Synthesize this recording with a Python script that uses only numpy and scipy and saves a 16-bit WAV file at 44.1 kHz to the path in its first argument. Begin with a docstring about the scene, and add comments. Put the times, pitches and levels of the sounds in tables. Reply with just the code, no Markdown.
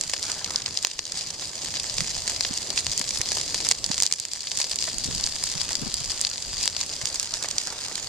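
"""Crackle, hiss and sharp pops: dry grass and young pines burn some metres from a hand-held camera.
Stems burst as pops that scatter through the grass; countless small ones merge into the crackle and hiss.
Under them the flames roar low, and a faint rustle comes and goes.
Wind buffets the two microphone ports, and each port rings at its own treble pitch;
gain control ducks the whole scene after the loudest pops."""
import sys
import numpy as np
from scipy import signal
from scipy.fft import rfft, irfft
from scipy.io import wavfile
from scipy.ndimage import uniform_filter1d, map_coordinates

SR = 44100
rng = np.random.default_rng(int(sys.argv[2]) if len(sys.argv) > 2 else 0)


def digitize_waveform(pressure):
    """Quantize a signal to 16-bit integers and store it at the path in sys.argv[1].

    Rows of a 2-D input are taken as channels; values are limited to [-1, 1].
    """
    field = np.atleast_2d(pressure).T
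    bounded = np.clip(field, -1, 1)
    quanta = np.round(bounded * 32767).astype(np.int16)
    wavfile.write(sys.argv[1], SR, quanta)


N = 356416
BLOCK_SAMPLES = 256


def gain_of(db):
    """Decibels to an amplitude factor."""
    return 10 ** (np.asarray(db) / 20)


def unit_rms(x):
    """Scales to rms 1."""
    return x / np.sqrt(np.mean(x ** 2) + 1e-20)


def at_hz(table, hz):
    """Reads a spectrum table on a log-frequency axis."""
    table_hz, value = np.transpose(table)
    return np.interp(np.log(hz + 1), np.log(table_hz + 1), value)


def gain_curve(table, column):
    """One dB column of a time table as a gain per sample."""
    rows = np.array(table)
    return gain_of(np.interp(np.arange(N) / SR, rows[:, 0], rows[:, column]))


def add(mix, start_s, sound):
    """Mixes in a stereo sound."""
    part = mix[:, round(start_s * SR):][:, :sound.shape[1]]
    part += sound[:, :part.shape[1]]


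def drift(span_s):
    """Smooth random curve of rms 1 that changes over span_s."""
    size = max(round(span_s * SR), 1)
    return unit_rms(uniform_filter1d(uniform_filter1d(rng.standard_normal(N), size), size))


# left-right coherence of wide sources: (frequency [Hz], coherence [0-1])
COHERENCE = [(60, 0.97), (150, 1), (380, 1), (950, 0.96), (2400, 0.89), (5000, 0.63), (15000, 0.13)]

def wide_noise(colour, patchy_db, coherence_scale=1):
    """Stereo noise with drifting spectral patches; the ports agree more in the bass."""
    frames, hz = N // 256 + 5, np.fft.rfftfreq(1024, 1 / SR)
    left_re, left_im, own_re, own_im, patches = rng.standard_normal((frames, 513, 5)).T
    patches = uniform_filter1d(patches, size=10, axis=0)
    patches = unit_rms(uniform_filter1d(patches, size=8, axis=1))
    coherence = np.clip(coherence_scale * at_hz(COHERENCE, hz), -1, 1)[:, None]
    left = left_re + 1j * left_im
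    right = coherence * left + np.sqrt(1 - coherence ** 2) * (own_re + 1j * own_im)
    spectra = np.array([left, right]) * gain_of(at_hz(colour, hz)[:, None] + patchy_db * patches)
    return unit_rms(signal.istft(spectra, nperseg=1024, noverlap=768)[1][:, :N])


# bursting stem, with the ground-reflection dip: (frequency [Hz], level [dB])
STEM_SPECTRUM_DB = [(100, -41), (400, -10), (650, -7), (1000, -5.5), (1400, -12.5), (1800, -3),
                    (3000, -1.5), (5000, 0.5), (7000, 1), (9000, -3), (12000, -9.5), (16000, -27)]
BASS_HZ, TOP_HZ, TAPS = 2460, 6530, 2048

def stem_bursts(bass_db, top_db, pan_db, t60_s, scatter_db):
    """One click per stem, then sparse echoes off the grass; mono peak 1 through the ports."""
    t, hz = np.arange(TAPS) / SR, np.fft.rfftfreq(2 * TAPS, 1 / SR)
    noise = rng.standard_normal((len(t60_s), 4, TAPS))
    decay_db = 60 * t / np.clip(t60_s, .004, .06)[:, None, None]
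    echoes = rfft(noise[:, :3] * gain_of(scatter_db - decay_db + 7 * noise[:, 3:]), 2 * TAPS)
    coherence = np.clip(at_hz(COHERENCE, hz), 0, 1)
    spectra = 1 + coherence * echoes[:, :1] + np.sqrt(1 - coherence ** 2) * echoes[:, 1:]
    bass, top = 1 / (1 + (hz / BASS_HZ) ** 4), 1 / (1 + (TOP_HZ / (hz + 1)) ** 6)
    colour_db = at_hz(STEM_SPECTRUM_DB, hz) + np.outer(bass_db, bass) + np.outer(top_db, top)
    cepstrum = irfft(np.log(gain_of(colour_db)))
    cepstrum[:, 1:TAPS] *= 2  # fold to minimum phase
    cepstrum[:, TAPS + 1:] = 0
    spectra *= np.exp(rfft(cepstrum))[:, None]
    lag_samples = (2.2 + 0.42 * noise[:, 0, 0])[:, None] * [-.5, .5] + 8  # direction of arrival
    spectra *= np.exp(-2j * np.pi * lag_samples[..., None] * hz / SR)
    spectra *= gain_of(np.outer(pan_db, [.5, -.5])[..., None] * (1 - bass))  # camera shades treble only
    clicks = irfft(spectra)[..., :TAPS]
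    return clicks / abs(port_cavities(clicks).mean(axis=1)).max(axis=1)[:, None, None]


def crackle(rate_per_s, spread_db, cap_db, kinds):
    """Small stems burst in clumps: many tiny, few larger."""
    bass, top, pan, decay = rng.standard_normal((kinds, 4)).T
    clicks = stem_bursts(4.8 * bass, 3.1 * top, 2.4 * pan, 0.012 * gain_of(4 * decay), scatter_db=-23.5)
    fires = rng.random(N) < rate_per_s * gain_of(3 * drift(.012)) / SR
    sizes = fires * gain_of(np.minimum(spread_db * rng.exponential(1, N), cap_db))
    kind = rng.integers(0, kinds, N)
    trains = (signal.oaconvolve((sizes * (kind == k))[None], clicks[k], axes=1) for k in range(kinds))
    return unit_rms(sum(trains)[:, :N])


# far fire: (frequency [Hz], level [dB])
HISS_SPECTRUM_DB = [(300, -11.5), (1000, -14), (1400, -15), (2000, -7), (5000, -2), (7000, -1.5),
                    (9000, -7), (12000, -10), (16000, -28)]

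def hiss():
    """Countless far bursts merge into noise."""
    return wide_noise(HISS_SPECTRUM_DB, patchy_db=3.3)


# crackle flurries: (centre [s], rise [dB], length [s])
FLURRY_RISES_DB = [(0.28, 4, 0.084), (0.779, 5, 0.022), (.874, 6.5, 0.067), (1.205, 5.5, 0.074),
                   (1.285, 4.5, .04), (1.435, 8, 0.032), (1.98, 1, 0.27), (2.312, 3.5, 0.078),
                   (2.471, 7.5, 0.028), (2.788, 8, 0.036), (3.144, 5.5, 0.037), (3.318, 6, 0.21),
                   (3.662, 6, 0.021), (4.055, 6.5, 0.067), (4.613, 4, 0.2), (4.715, 8.5, 0.02),
                   (4.844, 6, 0.091), (5.15, 1, 0.04), (5.463, 5, 0.052), (5.602, 5, .055),
                   (5.733, 2.5, 0.042), (6.633, 7, 0.082), (6.802, 6, 0.079), (7.076, 7, 0.025),
                   (7.207, 5, .029), (7.36, 6.5, 0.025), (7.613, 4, 0.04), (7.982, 3.5, 0.046)]

def flurry_gain():
    """Brief swells, as when a tuft catches."""
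    t = np.arange(0, N, BLOCK_SAMPLES) / SR
    swell_db = sum(rise_db * np.exp(-(2 * (t - centre_s) / max(length_s, .01)) ** 2)
                   for centre_s, rise_db, length_s in FLURRY_RISES_DB)
    return gain_of(np.interp(np.arange(N) / SR, t, swell_db))


# fire and wind strength: (time [s], crackle and hiss [dB], wind [dB], flame roar [dB])
LEVELS_DB = [(0, -35.5, -43.5, -50), (.3, -35.5, -62, -46), (.6, -37, -59, -46.5), (1.05, -38, -56, -50.5),
             (1.35, -37, -61, -47.5), (1.7, -33, -59, -45.5), (2.05, -32.5, -45, -45.5),
             (2.6, -34, -54, -43), (3.05, -32, -47, -47), (3.3, -37.5, -47, -43.5),
             (3.65, -31.5, -51.5, -43), (3.9, -34, -41, -41.5), (4.2, -27, -50, -42),
             (4.75, -33.5, -50, -41.5), (5.1, -33, -36, -45), (5.35, -35.5, -48, -47.5),
             (5.85, -35.5, -43.5, -46.5), (6.3, -33.5, -49, -47), (6.5, -35, -44, -46),
             (6.9, -35, -54, -46), (7.4, -35, -54, -49), (8.08, -34, -55, -46)]

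def small_stems():
    """Crackle and hiss rise and sink together with the burn."""
    small_bursts = crackle(rate_per_s=800, spread_db=5.5, cap_db=18.8, kinds=24)
    bed = gain_of(-4.5) * small_bursts + gain_of(-9) * hiss()
    return bed * gain_curve(LEVELS_DB, column=1) * flurry_gain()


# flames: (frequency [Hz], level [dB])
ROAR_SPECTRUM_DB = [(30, -18), (90, 9), (200, 2), (600, 1), (1100, -6), (1500, -11), (3000, -17.5)]

def flame_roar():
    """Low, uneven noise of the flames."""
    return gain_curve(LEVELS_DB, column=3) * wide_noise(ROAR_SPECTRUM_DB, patchy_db=2.1)


# rustle strength: (time [s], level [dB])
RUSTLE_LEVEL_DB = [(0, -57), (.22, -59), (.3, -39.5), (.36, -52), (.62, -45), (.75, -69), (6.9, -54.5),
                   (7.15, -51), (7.8, -49.5), (8.08, -58)]
# rustle colour: (frequency [Hz], level [dB])
RUSTLE_SPECTRUM_DB = [(400, -7), (700, -3), (1500, -0.5), (2200, -13), (5000, -60)]

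def rustle():
    """Flickering midrange noise, like grass brushed near the camera."""
    noise = wide_noise(RUSTLE_SPECTRUM_DB, patchy_db=3.2)
    return gain_curve(RUSTLE_LEVEL_DB, column=1) * noise * gain_of(3.9 * drift(0.014))


# wind at the ports: (frequency [Hz], level [dB])
WIND_SPECTRUM_DB = [(15, -9), (45, 3.5), (100, -6.5), (200, -7.5), (400, -23.5), (1000, -49)]

def wind_rumble():
    """Lumpy pressure, nearly unrelated at the two ports."""
    rumble = wide_noise(WIND_SPECTRUM_DB, patchy_db=1.8, coherence_scale=.35)
    gusts_db = 2.5 * np.array([drift(0.07), drift(0.031)])
    return gain_curve(LEVELS_DB, column=2) * rumble * gain_of(gusts_db)


# loud stem bursts: (time [s], level [dB], bass boost [dB], top boost [dB], left-right [dB])
STEM_POPS = [(0.0115, -6.5, -3, 6, 1), (0.037, -12.5, 5.5, 5, 4), (0.0964, -16, 8, 0, 6),
             (0.0977, -11.5, 4, 9, 1), (0.1358, -9.5, 12, 1, 2), (.165, -16, 1, -7, 3),
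             (.2286, -9, -7, 6, -1), (0.2996, -16, 5, 5, -9), (0.3176, -8, 0, 5, 0),
             (0.412, -25, 24, -5, -3), (0.445, -9, -6, -2, -1), (.462, -17.5, 11.5, -2, 0),
             (0.5066, -15, 13, 8, 4), (0.5457, -26, 30, -1, 4), (.5599, -3, -31, -12, 2),
             (.6206, -14, -4, -11, -1), (.6611, -9, -1, -16, -2), (0.68, -18, 19, 6, 2),
             (.7737, -5, -31, -15, -1), (0.788, -15, 2, -1, 0), (0.827, -15, 0, 12, 3),
             (0.849, 1, -0.5, -14.5, -1.5), (0.8705, -7.5, 6, 1, -1), (.914, -12.5, -3, -9, 0),
             (0.9919, -7, 7.5, -9, 0), (1.054, -14, -18, -8, -3), (1.121, -11.5, -2, 1, 4),
             (1.2102, -12.5, -3, -12, -3), (1.306, -17.5, -5, 4, -5), (1.4218, -20, 9, -11, -8),
             (1.6492, -15, 0, 7, 1), (1.7062, -18, -7, -14, -6), (1.77, -11.5, -6.5, -21, -8),
             (1.799, -9.5, -8, -8, -1), (1.898, -15, -6, 0, 12), (1.9833, -5, 2, -5, -2),
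             (2.0063, -4, 12, 0, -1), (2.0444, -15.5, 9, -1, -5), (2.2782, -6.5, 6, 3, -2),
             (2.2985, -11, 12, 9, 2), (2.4085, -5, 2, -2, 6), (2.436, -17, -13, 0, 17),
             (2.4498, -7, 3, -31, -1), (2.5391, -13, -3, 0, -4), (2.5753, -10.5, -11, 0, 1),
             (2.7039, -10, 7.5, 2, 2), (2.777, -5, -5, -17, -5), (2.7895, -8, -3, -13, -1),
             (2.867, -5.5, 1, 1, -1), (2.9172, -11, -27, -5, 5), (2.9774, -9, -10, 7, 1),
             (2.9951, -9.5, -4, 22, 4), (3.0141, -11, 10, 6, 4), (3.0913, -9, -17, 2, 1),
             (3.1077, -9.5, -4, -13, -1), (3.1738, -14, 1, 9, 6), (3.1869, -15, -25, 17, 1),
             (3.207, -17.5, 21.5, 6, 1), (3.2153, -6, 3, 3, 2), (3.3185, -8.5, 11.5, 4, 2),
             (3.352, -12, -7, 4, -9), (3.3717, -13.5, 20.5, 16, 4), (3.4134, -8, 1, -5, -7),
             (3.545, -7.5, 10, 5, 2), (3.604, -13.5, 14, 7, 9), (3.6493, -11.5, -1, -2, -1),
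             (3.668, -13.5, 11, -1, -3), (3.6888, -2.5, -36, 7, 1), (3.7007, -18, -15, 20, 1),
             (3.7129, 2, 2, -3, -2), (3.7204, -1.5, 3, 1.5, 0), (3.8427, -1, -9, -2, 0),
             (3.8631, -6, -11, 4, 1), (3.9137, -8.5, 24, -2, -9), (3.9163, -4, -4, 1, 3),
             (3.93, -11, 2, -8, 0), (3.9439, -5.5, -4, -2, 3), (3.9801, -3, 1, -1, -2),
             (4.0024, -0.5, 5, 4, 1), (4.0234, 0.5, 7, 17, 6), (4.034, 3, 1, 1, -6),
             (4.0552, -3.5, 9, 5, -5), (4.0646, 5, -17, -2, 0), (4.1135, -7, 11.5, -1, 0),
             (4.1253, 9, -8, 5, -0.5), (4.1374, 2, 2, 2, -3), (4.2, 4, -23, 10, -1), (4.2524, -1, 0, 1, -3),
             (4.335, 1, 3, 7, 2), (4.4062, -9.5, -14, -5, 2), (4.4723, -4.5, -4, -28.5, -4),
             (4.517, 0, -9, -28, -7), (4.574, -1.5, -2, 0, -2), (4.6011, -4, 14.5, 8, -2),
             (4.6156, 0, -1, -7, -1), (4.588, -6.5, -1, 4.5, -1), (4.6434, -6, 4.5, -11, -7),
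             (4.7128, -16, 10, -7.5, -3), (4.733, -9, 1, -14, -1), (4.7588, -6.5, -4, 8, -1),
             (4.7878, -5.5, -15, -12, -1), (4.8248, -6.5, -3, -3, 7), (4.8772, -16.5, 26, 1, -6),
             (5.0451, -12, -5, 10, -5), (4.9836, -9.5, -7, 5, -2), (5.1495, -11, -2, 10, 5),
             (5.1966, -22.5, 14, -2, -5), (5.24, -5.5, -33, -18, -5), (5.2651, -8, -18, 0, 2),
             (5.358, -19, 4, -4, -1), (5.4388, -6, 6.5, 11, -2), (5.5162, -16, -11, 7, -5),
             (5.616, -12, -15, 2, 13), (5.6912, -13.5, 11.5, 1, -5), (5.7066, -15.5, 16, 5, 1),
             (5.7312, -10.5, -18, -7, -4), (5.7541, -7, -3, 6, 10), (5.9417, -6.5, -12, 3, -5),
             (6.0984, -16, -12, -19, -2), (6.177, -18, 3, 2, -1), (6.2139, -3.5, -16, 15, 2),
             (6.2498, -2, -7, -13, -3), (6.27, -6, -10, -13, -4), (6.3, -15, -8, 8, 0),
             (6.3804, -13, -9, -12, 3), (6.425, -14, -13, -4, 2), (6.6294, -12, -5, 14, 5),
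             (6.657, -9, 8, 13, -1), (6.6776, -1, 3.5, 0, -0.5), (6.7657, -7, -2, -9, 0),
             (6.8125, -9, 2, -3, -2), (7.0152, -14, 10.5, -3, -4), (7.056, -5.5, 0, 1, -6),
             (7.1437, -13, 10, 8, -6), (7.158, -12, -13, 3, 5), (7.198, -7, -10, 5, 1),
             (7.2294, -10.5, 2, 10, 3), (7.245, -16, -5, -9, -1), (7.3398, -7, -14, -11, -3.5),
             (7.37, -21, 16, 8, 3), (7.426, -12.5, 3, 2, 1), (7.438, -12, -3, 0, -3),
             (7.4446, -16.5, 22, 1, 2), (7.4868, -9, -2, 4, 2), (7.512, -9.5, -3, -1, -6),
             (7.583, -1.5, -10.5, -8, -2.5), (7.6723, -10, -24, -4, -3), (7.7254, -18.5, 24.5, 12, 0),
             (7.9141, -22, 28, 2, 3), (7.9556, -7, -4, -5, -3)]
BASE_T60_S, T60_SPREAD_DB = .010, 2.5

def pops():
    """Single stems burst; bassy ones scatter longer, loud ones shorter."""
    times_s, level_db, bass_db, top_db, pan_db = np.transpose(STEM_POPS)
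    stretch_db = 0.16 * bass_db - 0.4 * level_db + T60_SPREAD_DB * rng.standard_normal(len(times_s))
    clicks = stem_bursts(bass_db, top_db, pan_db, BASE_T60_S * gain_of(stretch_db), scatter_db=-21)
    out = np.zeros((2, N))
    for time_s, gain, click in zip(times_s, gain_of(level_db), clicks):
        add(out, time_s - .0004, gain * click)
    return out


# wind buffets: (time [s], level [dB], pitch [Hz], left-right [dB])
WIND_BUFFETS = [(1.995, -27.5, 155.4, -12), (2.018, -22.5, 142.4, -16), (2.196, -34.5, 116, 27),
                (2.512, -22.5, 219, -17), (2.977, -29.5, 147.7, 22), (3.008, -25.5, 200.7, 14),
                (3.201, -30, 124, -8), (3.878, -26, 157.6, -20), (3.904, -16.5, 218, -25),
                (4.941, -24.5, 204, 16), (5.059, -43, 111, -23.5), (5.059, -26, 205.5, 29),
                (5.087, -27, 104.3, -17), (5.089, -20, 242, 36), (5.105, -26, 110.6, -24),
                (5.132, -27, 142.5, -18), (5.16, -28, 185, -20), (5.185, -34, 121, 18),
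                (5.56, -24.5, 132.8, -24), (5.789, -30, 200, 18), (5.79, -35, 142.4, -18),
                (5.824, -19, 209, 31), (5.835, -24, 140.7, -18), (5.87, -17.5, 198, 34),
                (6.016, -29, 125.8, -16), (7.039, -28.5, 128, 26)]

def wind_buffets():
    """Short pressure pushes wrapped in eddies, each mostly on one port."""
    out = np.zeros((2, N))
    for time_s, level_db, hz, pan_db in WIND_BUFFETS:
        cycles = np.arange(-4, 4, hz / SR)
        push = np.sin(2 * np.pi * (cycles + rng.random())) * np.exp(-(cycles / 0.65) ** 2)
        band = signal.butter(1, [.5 * hz, 1.5 * hz], "band", fs=SR)
        eddies = unit_rms(signal.lfilter(*band, rng.standard_normal(len(cycles))))
        puff = push + 0.2 * eddies * np.exp(-(cycles / 2.8) ** 2)
        add(out, time_s - 4 / hz, puff * gain_of(level_db + np.minimum([[pan_db], [-pan_db]], 0)))
    return out


# camera heading: (time [s], left-port lag [samples], crackle and hiss treble [dB])
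CAMERA_HEADING = [(0, 0.5, -1.5), (1.5, -0.3, -4), (3.2, 0.24, -1), (4.7, 1, 1.5), (5.7, 1.5, -1),
                  (6.7, 1, -1.5), (7.2, -0.9, -2), (8.08, -1.5, -5)]

def camera_turn(x, db_per_lag_sample):
    """Turning shifts the left port in time and level."""
    samples = np.arange(N)
    lag_samples = np.interp(samples / SR, *np.transpose(CAMERA_HEADING)[:2])
    left = map_coordinates(x[0], [samples - lag_samples], order=3, mode="nearest")
    return np.array([gain_of(db_per_lag_sample * lag_samples) * left, x[1]])


def camera_shade(x, corner_hz=3520):
    """The camera body dims the treble of a fire off to the side."""
    low = signal.lfilter(*signal.butter(1, corner_hz, fs=SR), x)
    return low + gain_curve(CAMERA_HEADING, column=2) * (x - low)


# left and right port cavity: (resonance [Hz], bandwidth [Hz], gain [dB])
PORT_RESONANCES = [(4800, 900, -1.5), (7200, 2200, 0)]

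def port_cavities(x):
    """Each port is a small cavity: flat below its ring, falling above."""
    out = []
    for side, (hz, width_hz, gain_db) in zip(np.moveaxis(x, -2, 0), PORT_RESONANCES):
        radius = np.exp(-np.pi * width_hz / SR)
        poles = [1, -2 * radius * np.cos(2 * np.pi * hz / SR), radius ** 2]
        out.append(signal.lfilter([gain_of(gain_db) * sum(poles)], poles, side))
    return np.stack(out, axis=-2)


def gain_control(x, limit_db=-6.5, cut_share=0.48, recover_db_per_s=12.5, react_s=0.0068):
    """Every peak over the limit turns the gain down, and it creeps back."""
    peaks = np.maximum.reduceat(abs(x.mean(axis=0)), np.arange(0, N, BLOCK_SAMPLES))
    cut_db, cuts_db = 0., []
    for peak_db in 20 * np.log10(peaks + 1e-9):
        cuts_db.append(cut_db)
        cut_db += cut_share * max(peak_db - cut_db - limit_db, 0)
        cut_db = max(cut_db - recover_db_per_s * BLOCK_SAMPLES / SR, 0)
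    pole = np.exp(-1 / (react_s * SR))
    smooth_cut_db = signal.lfilter([1 - pole], [1, -pole], np.repeat(cuts_db, BLOCK_SAMPLES)[:N])
    return x / gain_of(smooth_cut_db)


def scene():
    """Crackle, hiss, roar, rustle and wind, with pops and buffets on top."""
    bed = camera_turn(camera_shade(small_stems()), db_per_lag_sample=0.93) + flame_roar() + rustle()
    loud_stems = camera_turn(pops(), db_per_lag_sample=1.5)
    return bed + loud_stems + wind_rumble() + wind_buffets()


def record(dry):
    """Port cavities, gain control, clipping near full scale, band limit."""
    clipped = np.clip(gain_control(port_cavities(dry)), -.96, .96)
    lowpass = signal.firwin(201, cutoff=16050, window=("kaiser", 9), fs=SR)
    return signal.oaconvolve(clipped, lowpass[None], "same")


dry = scene()
out = record(dry)
digitize_waveform(out)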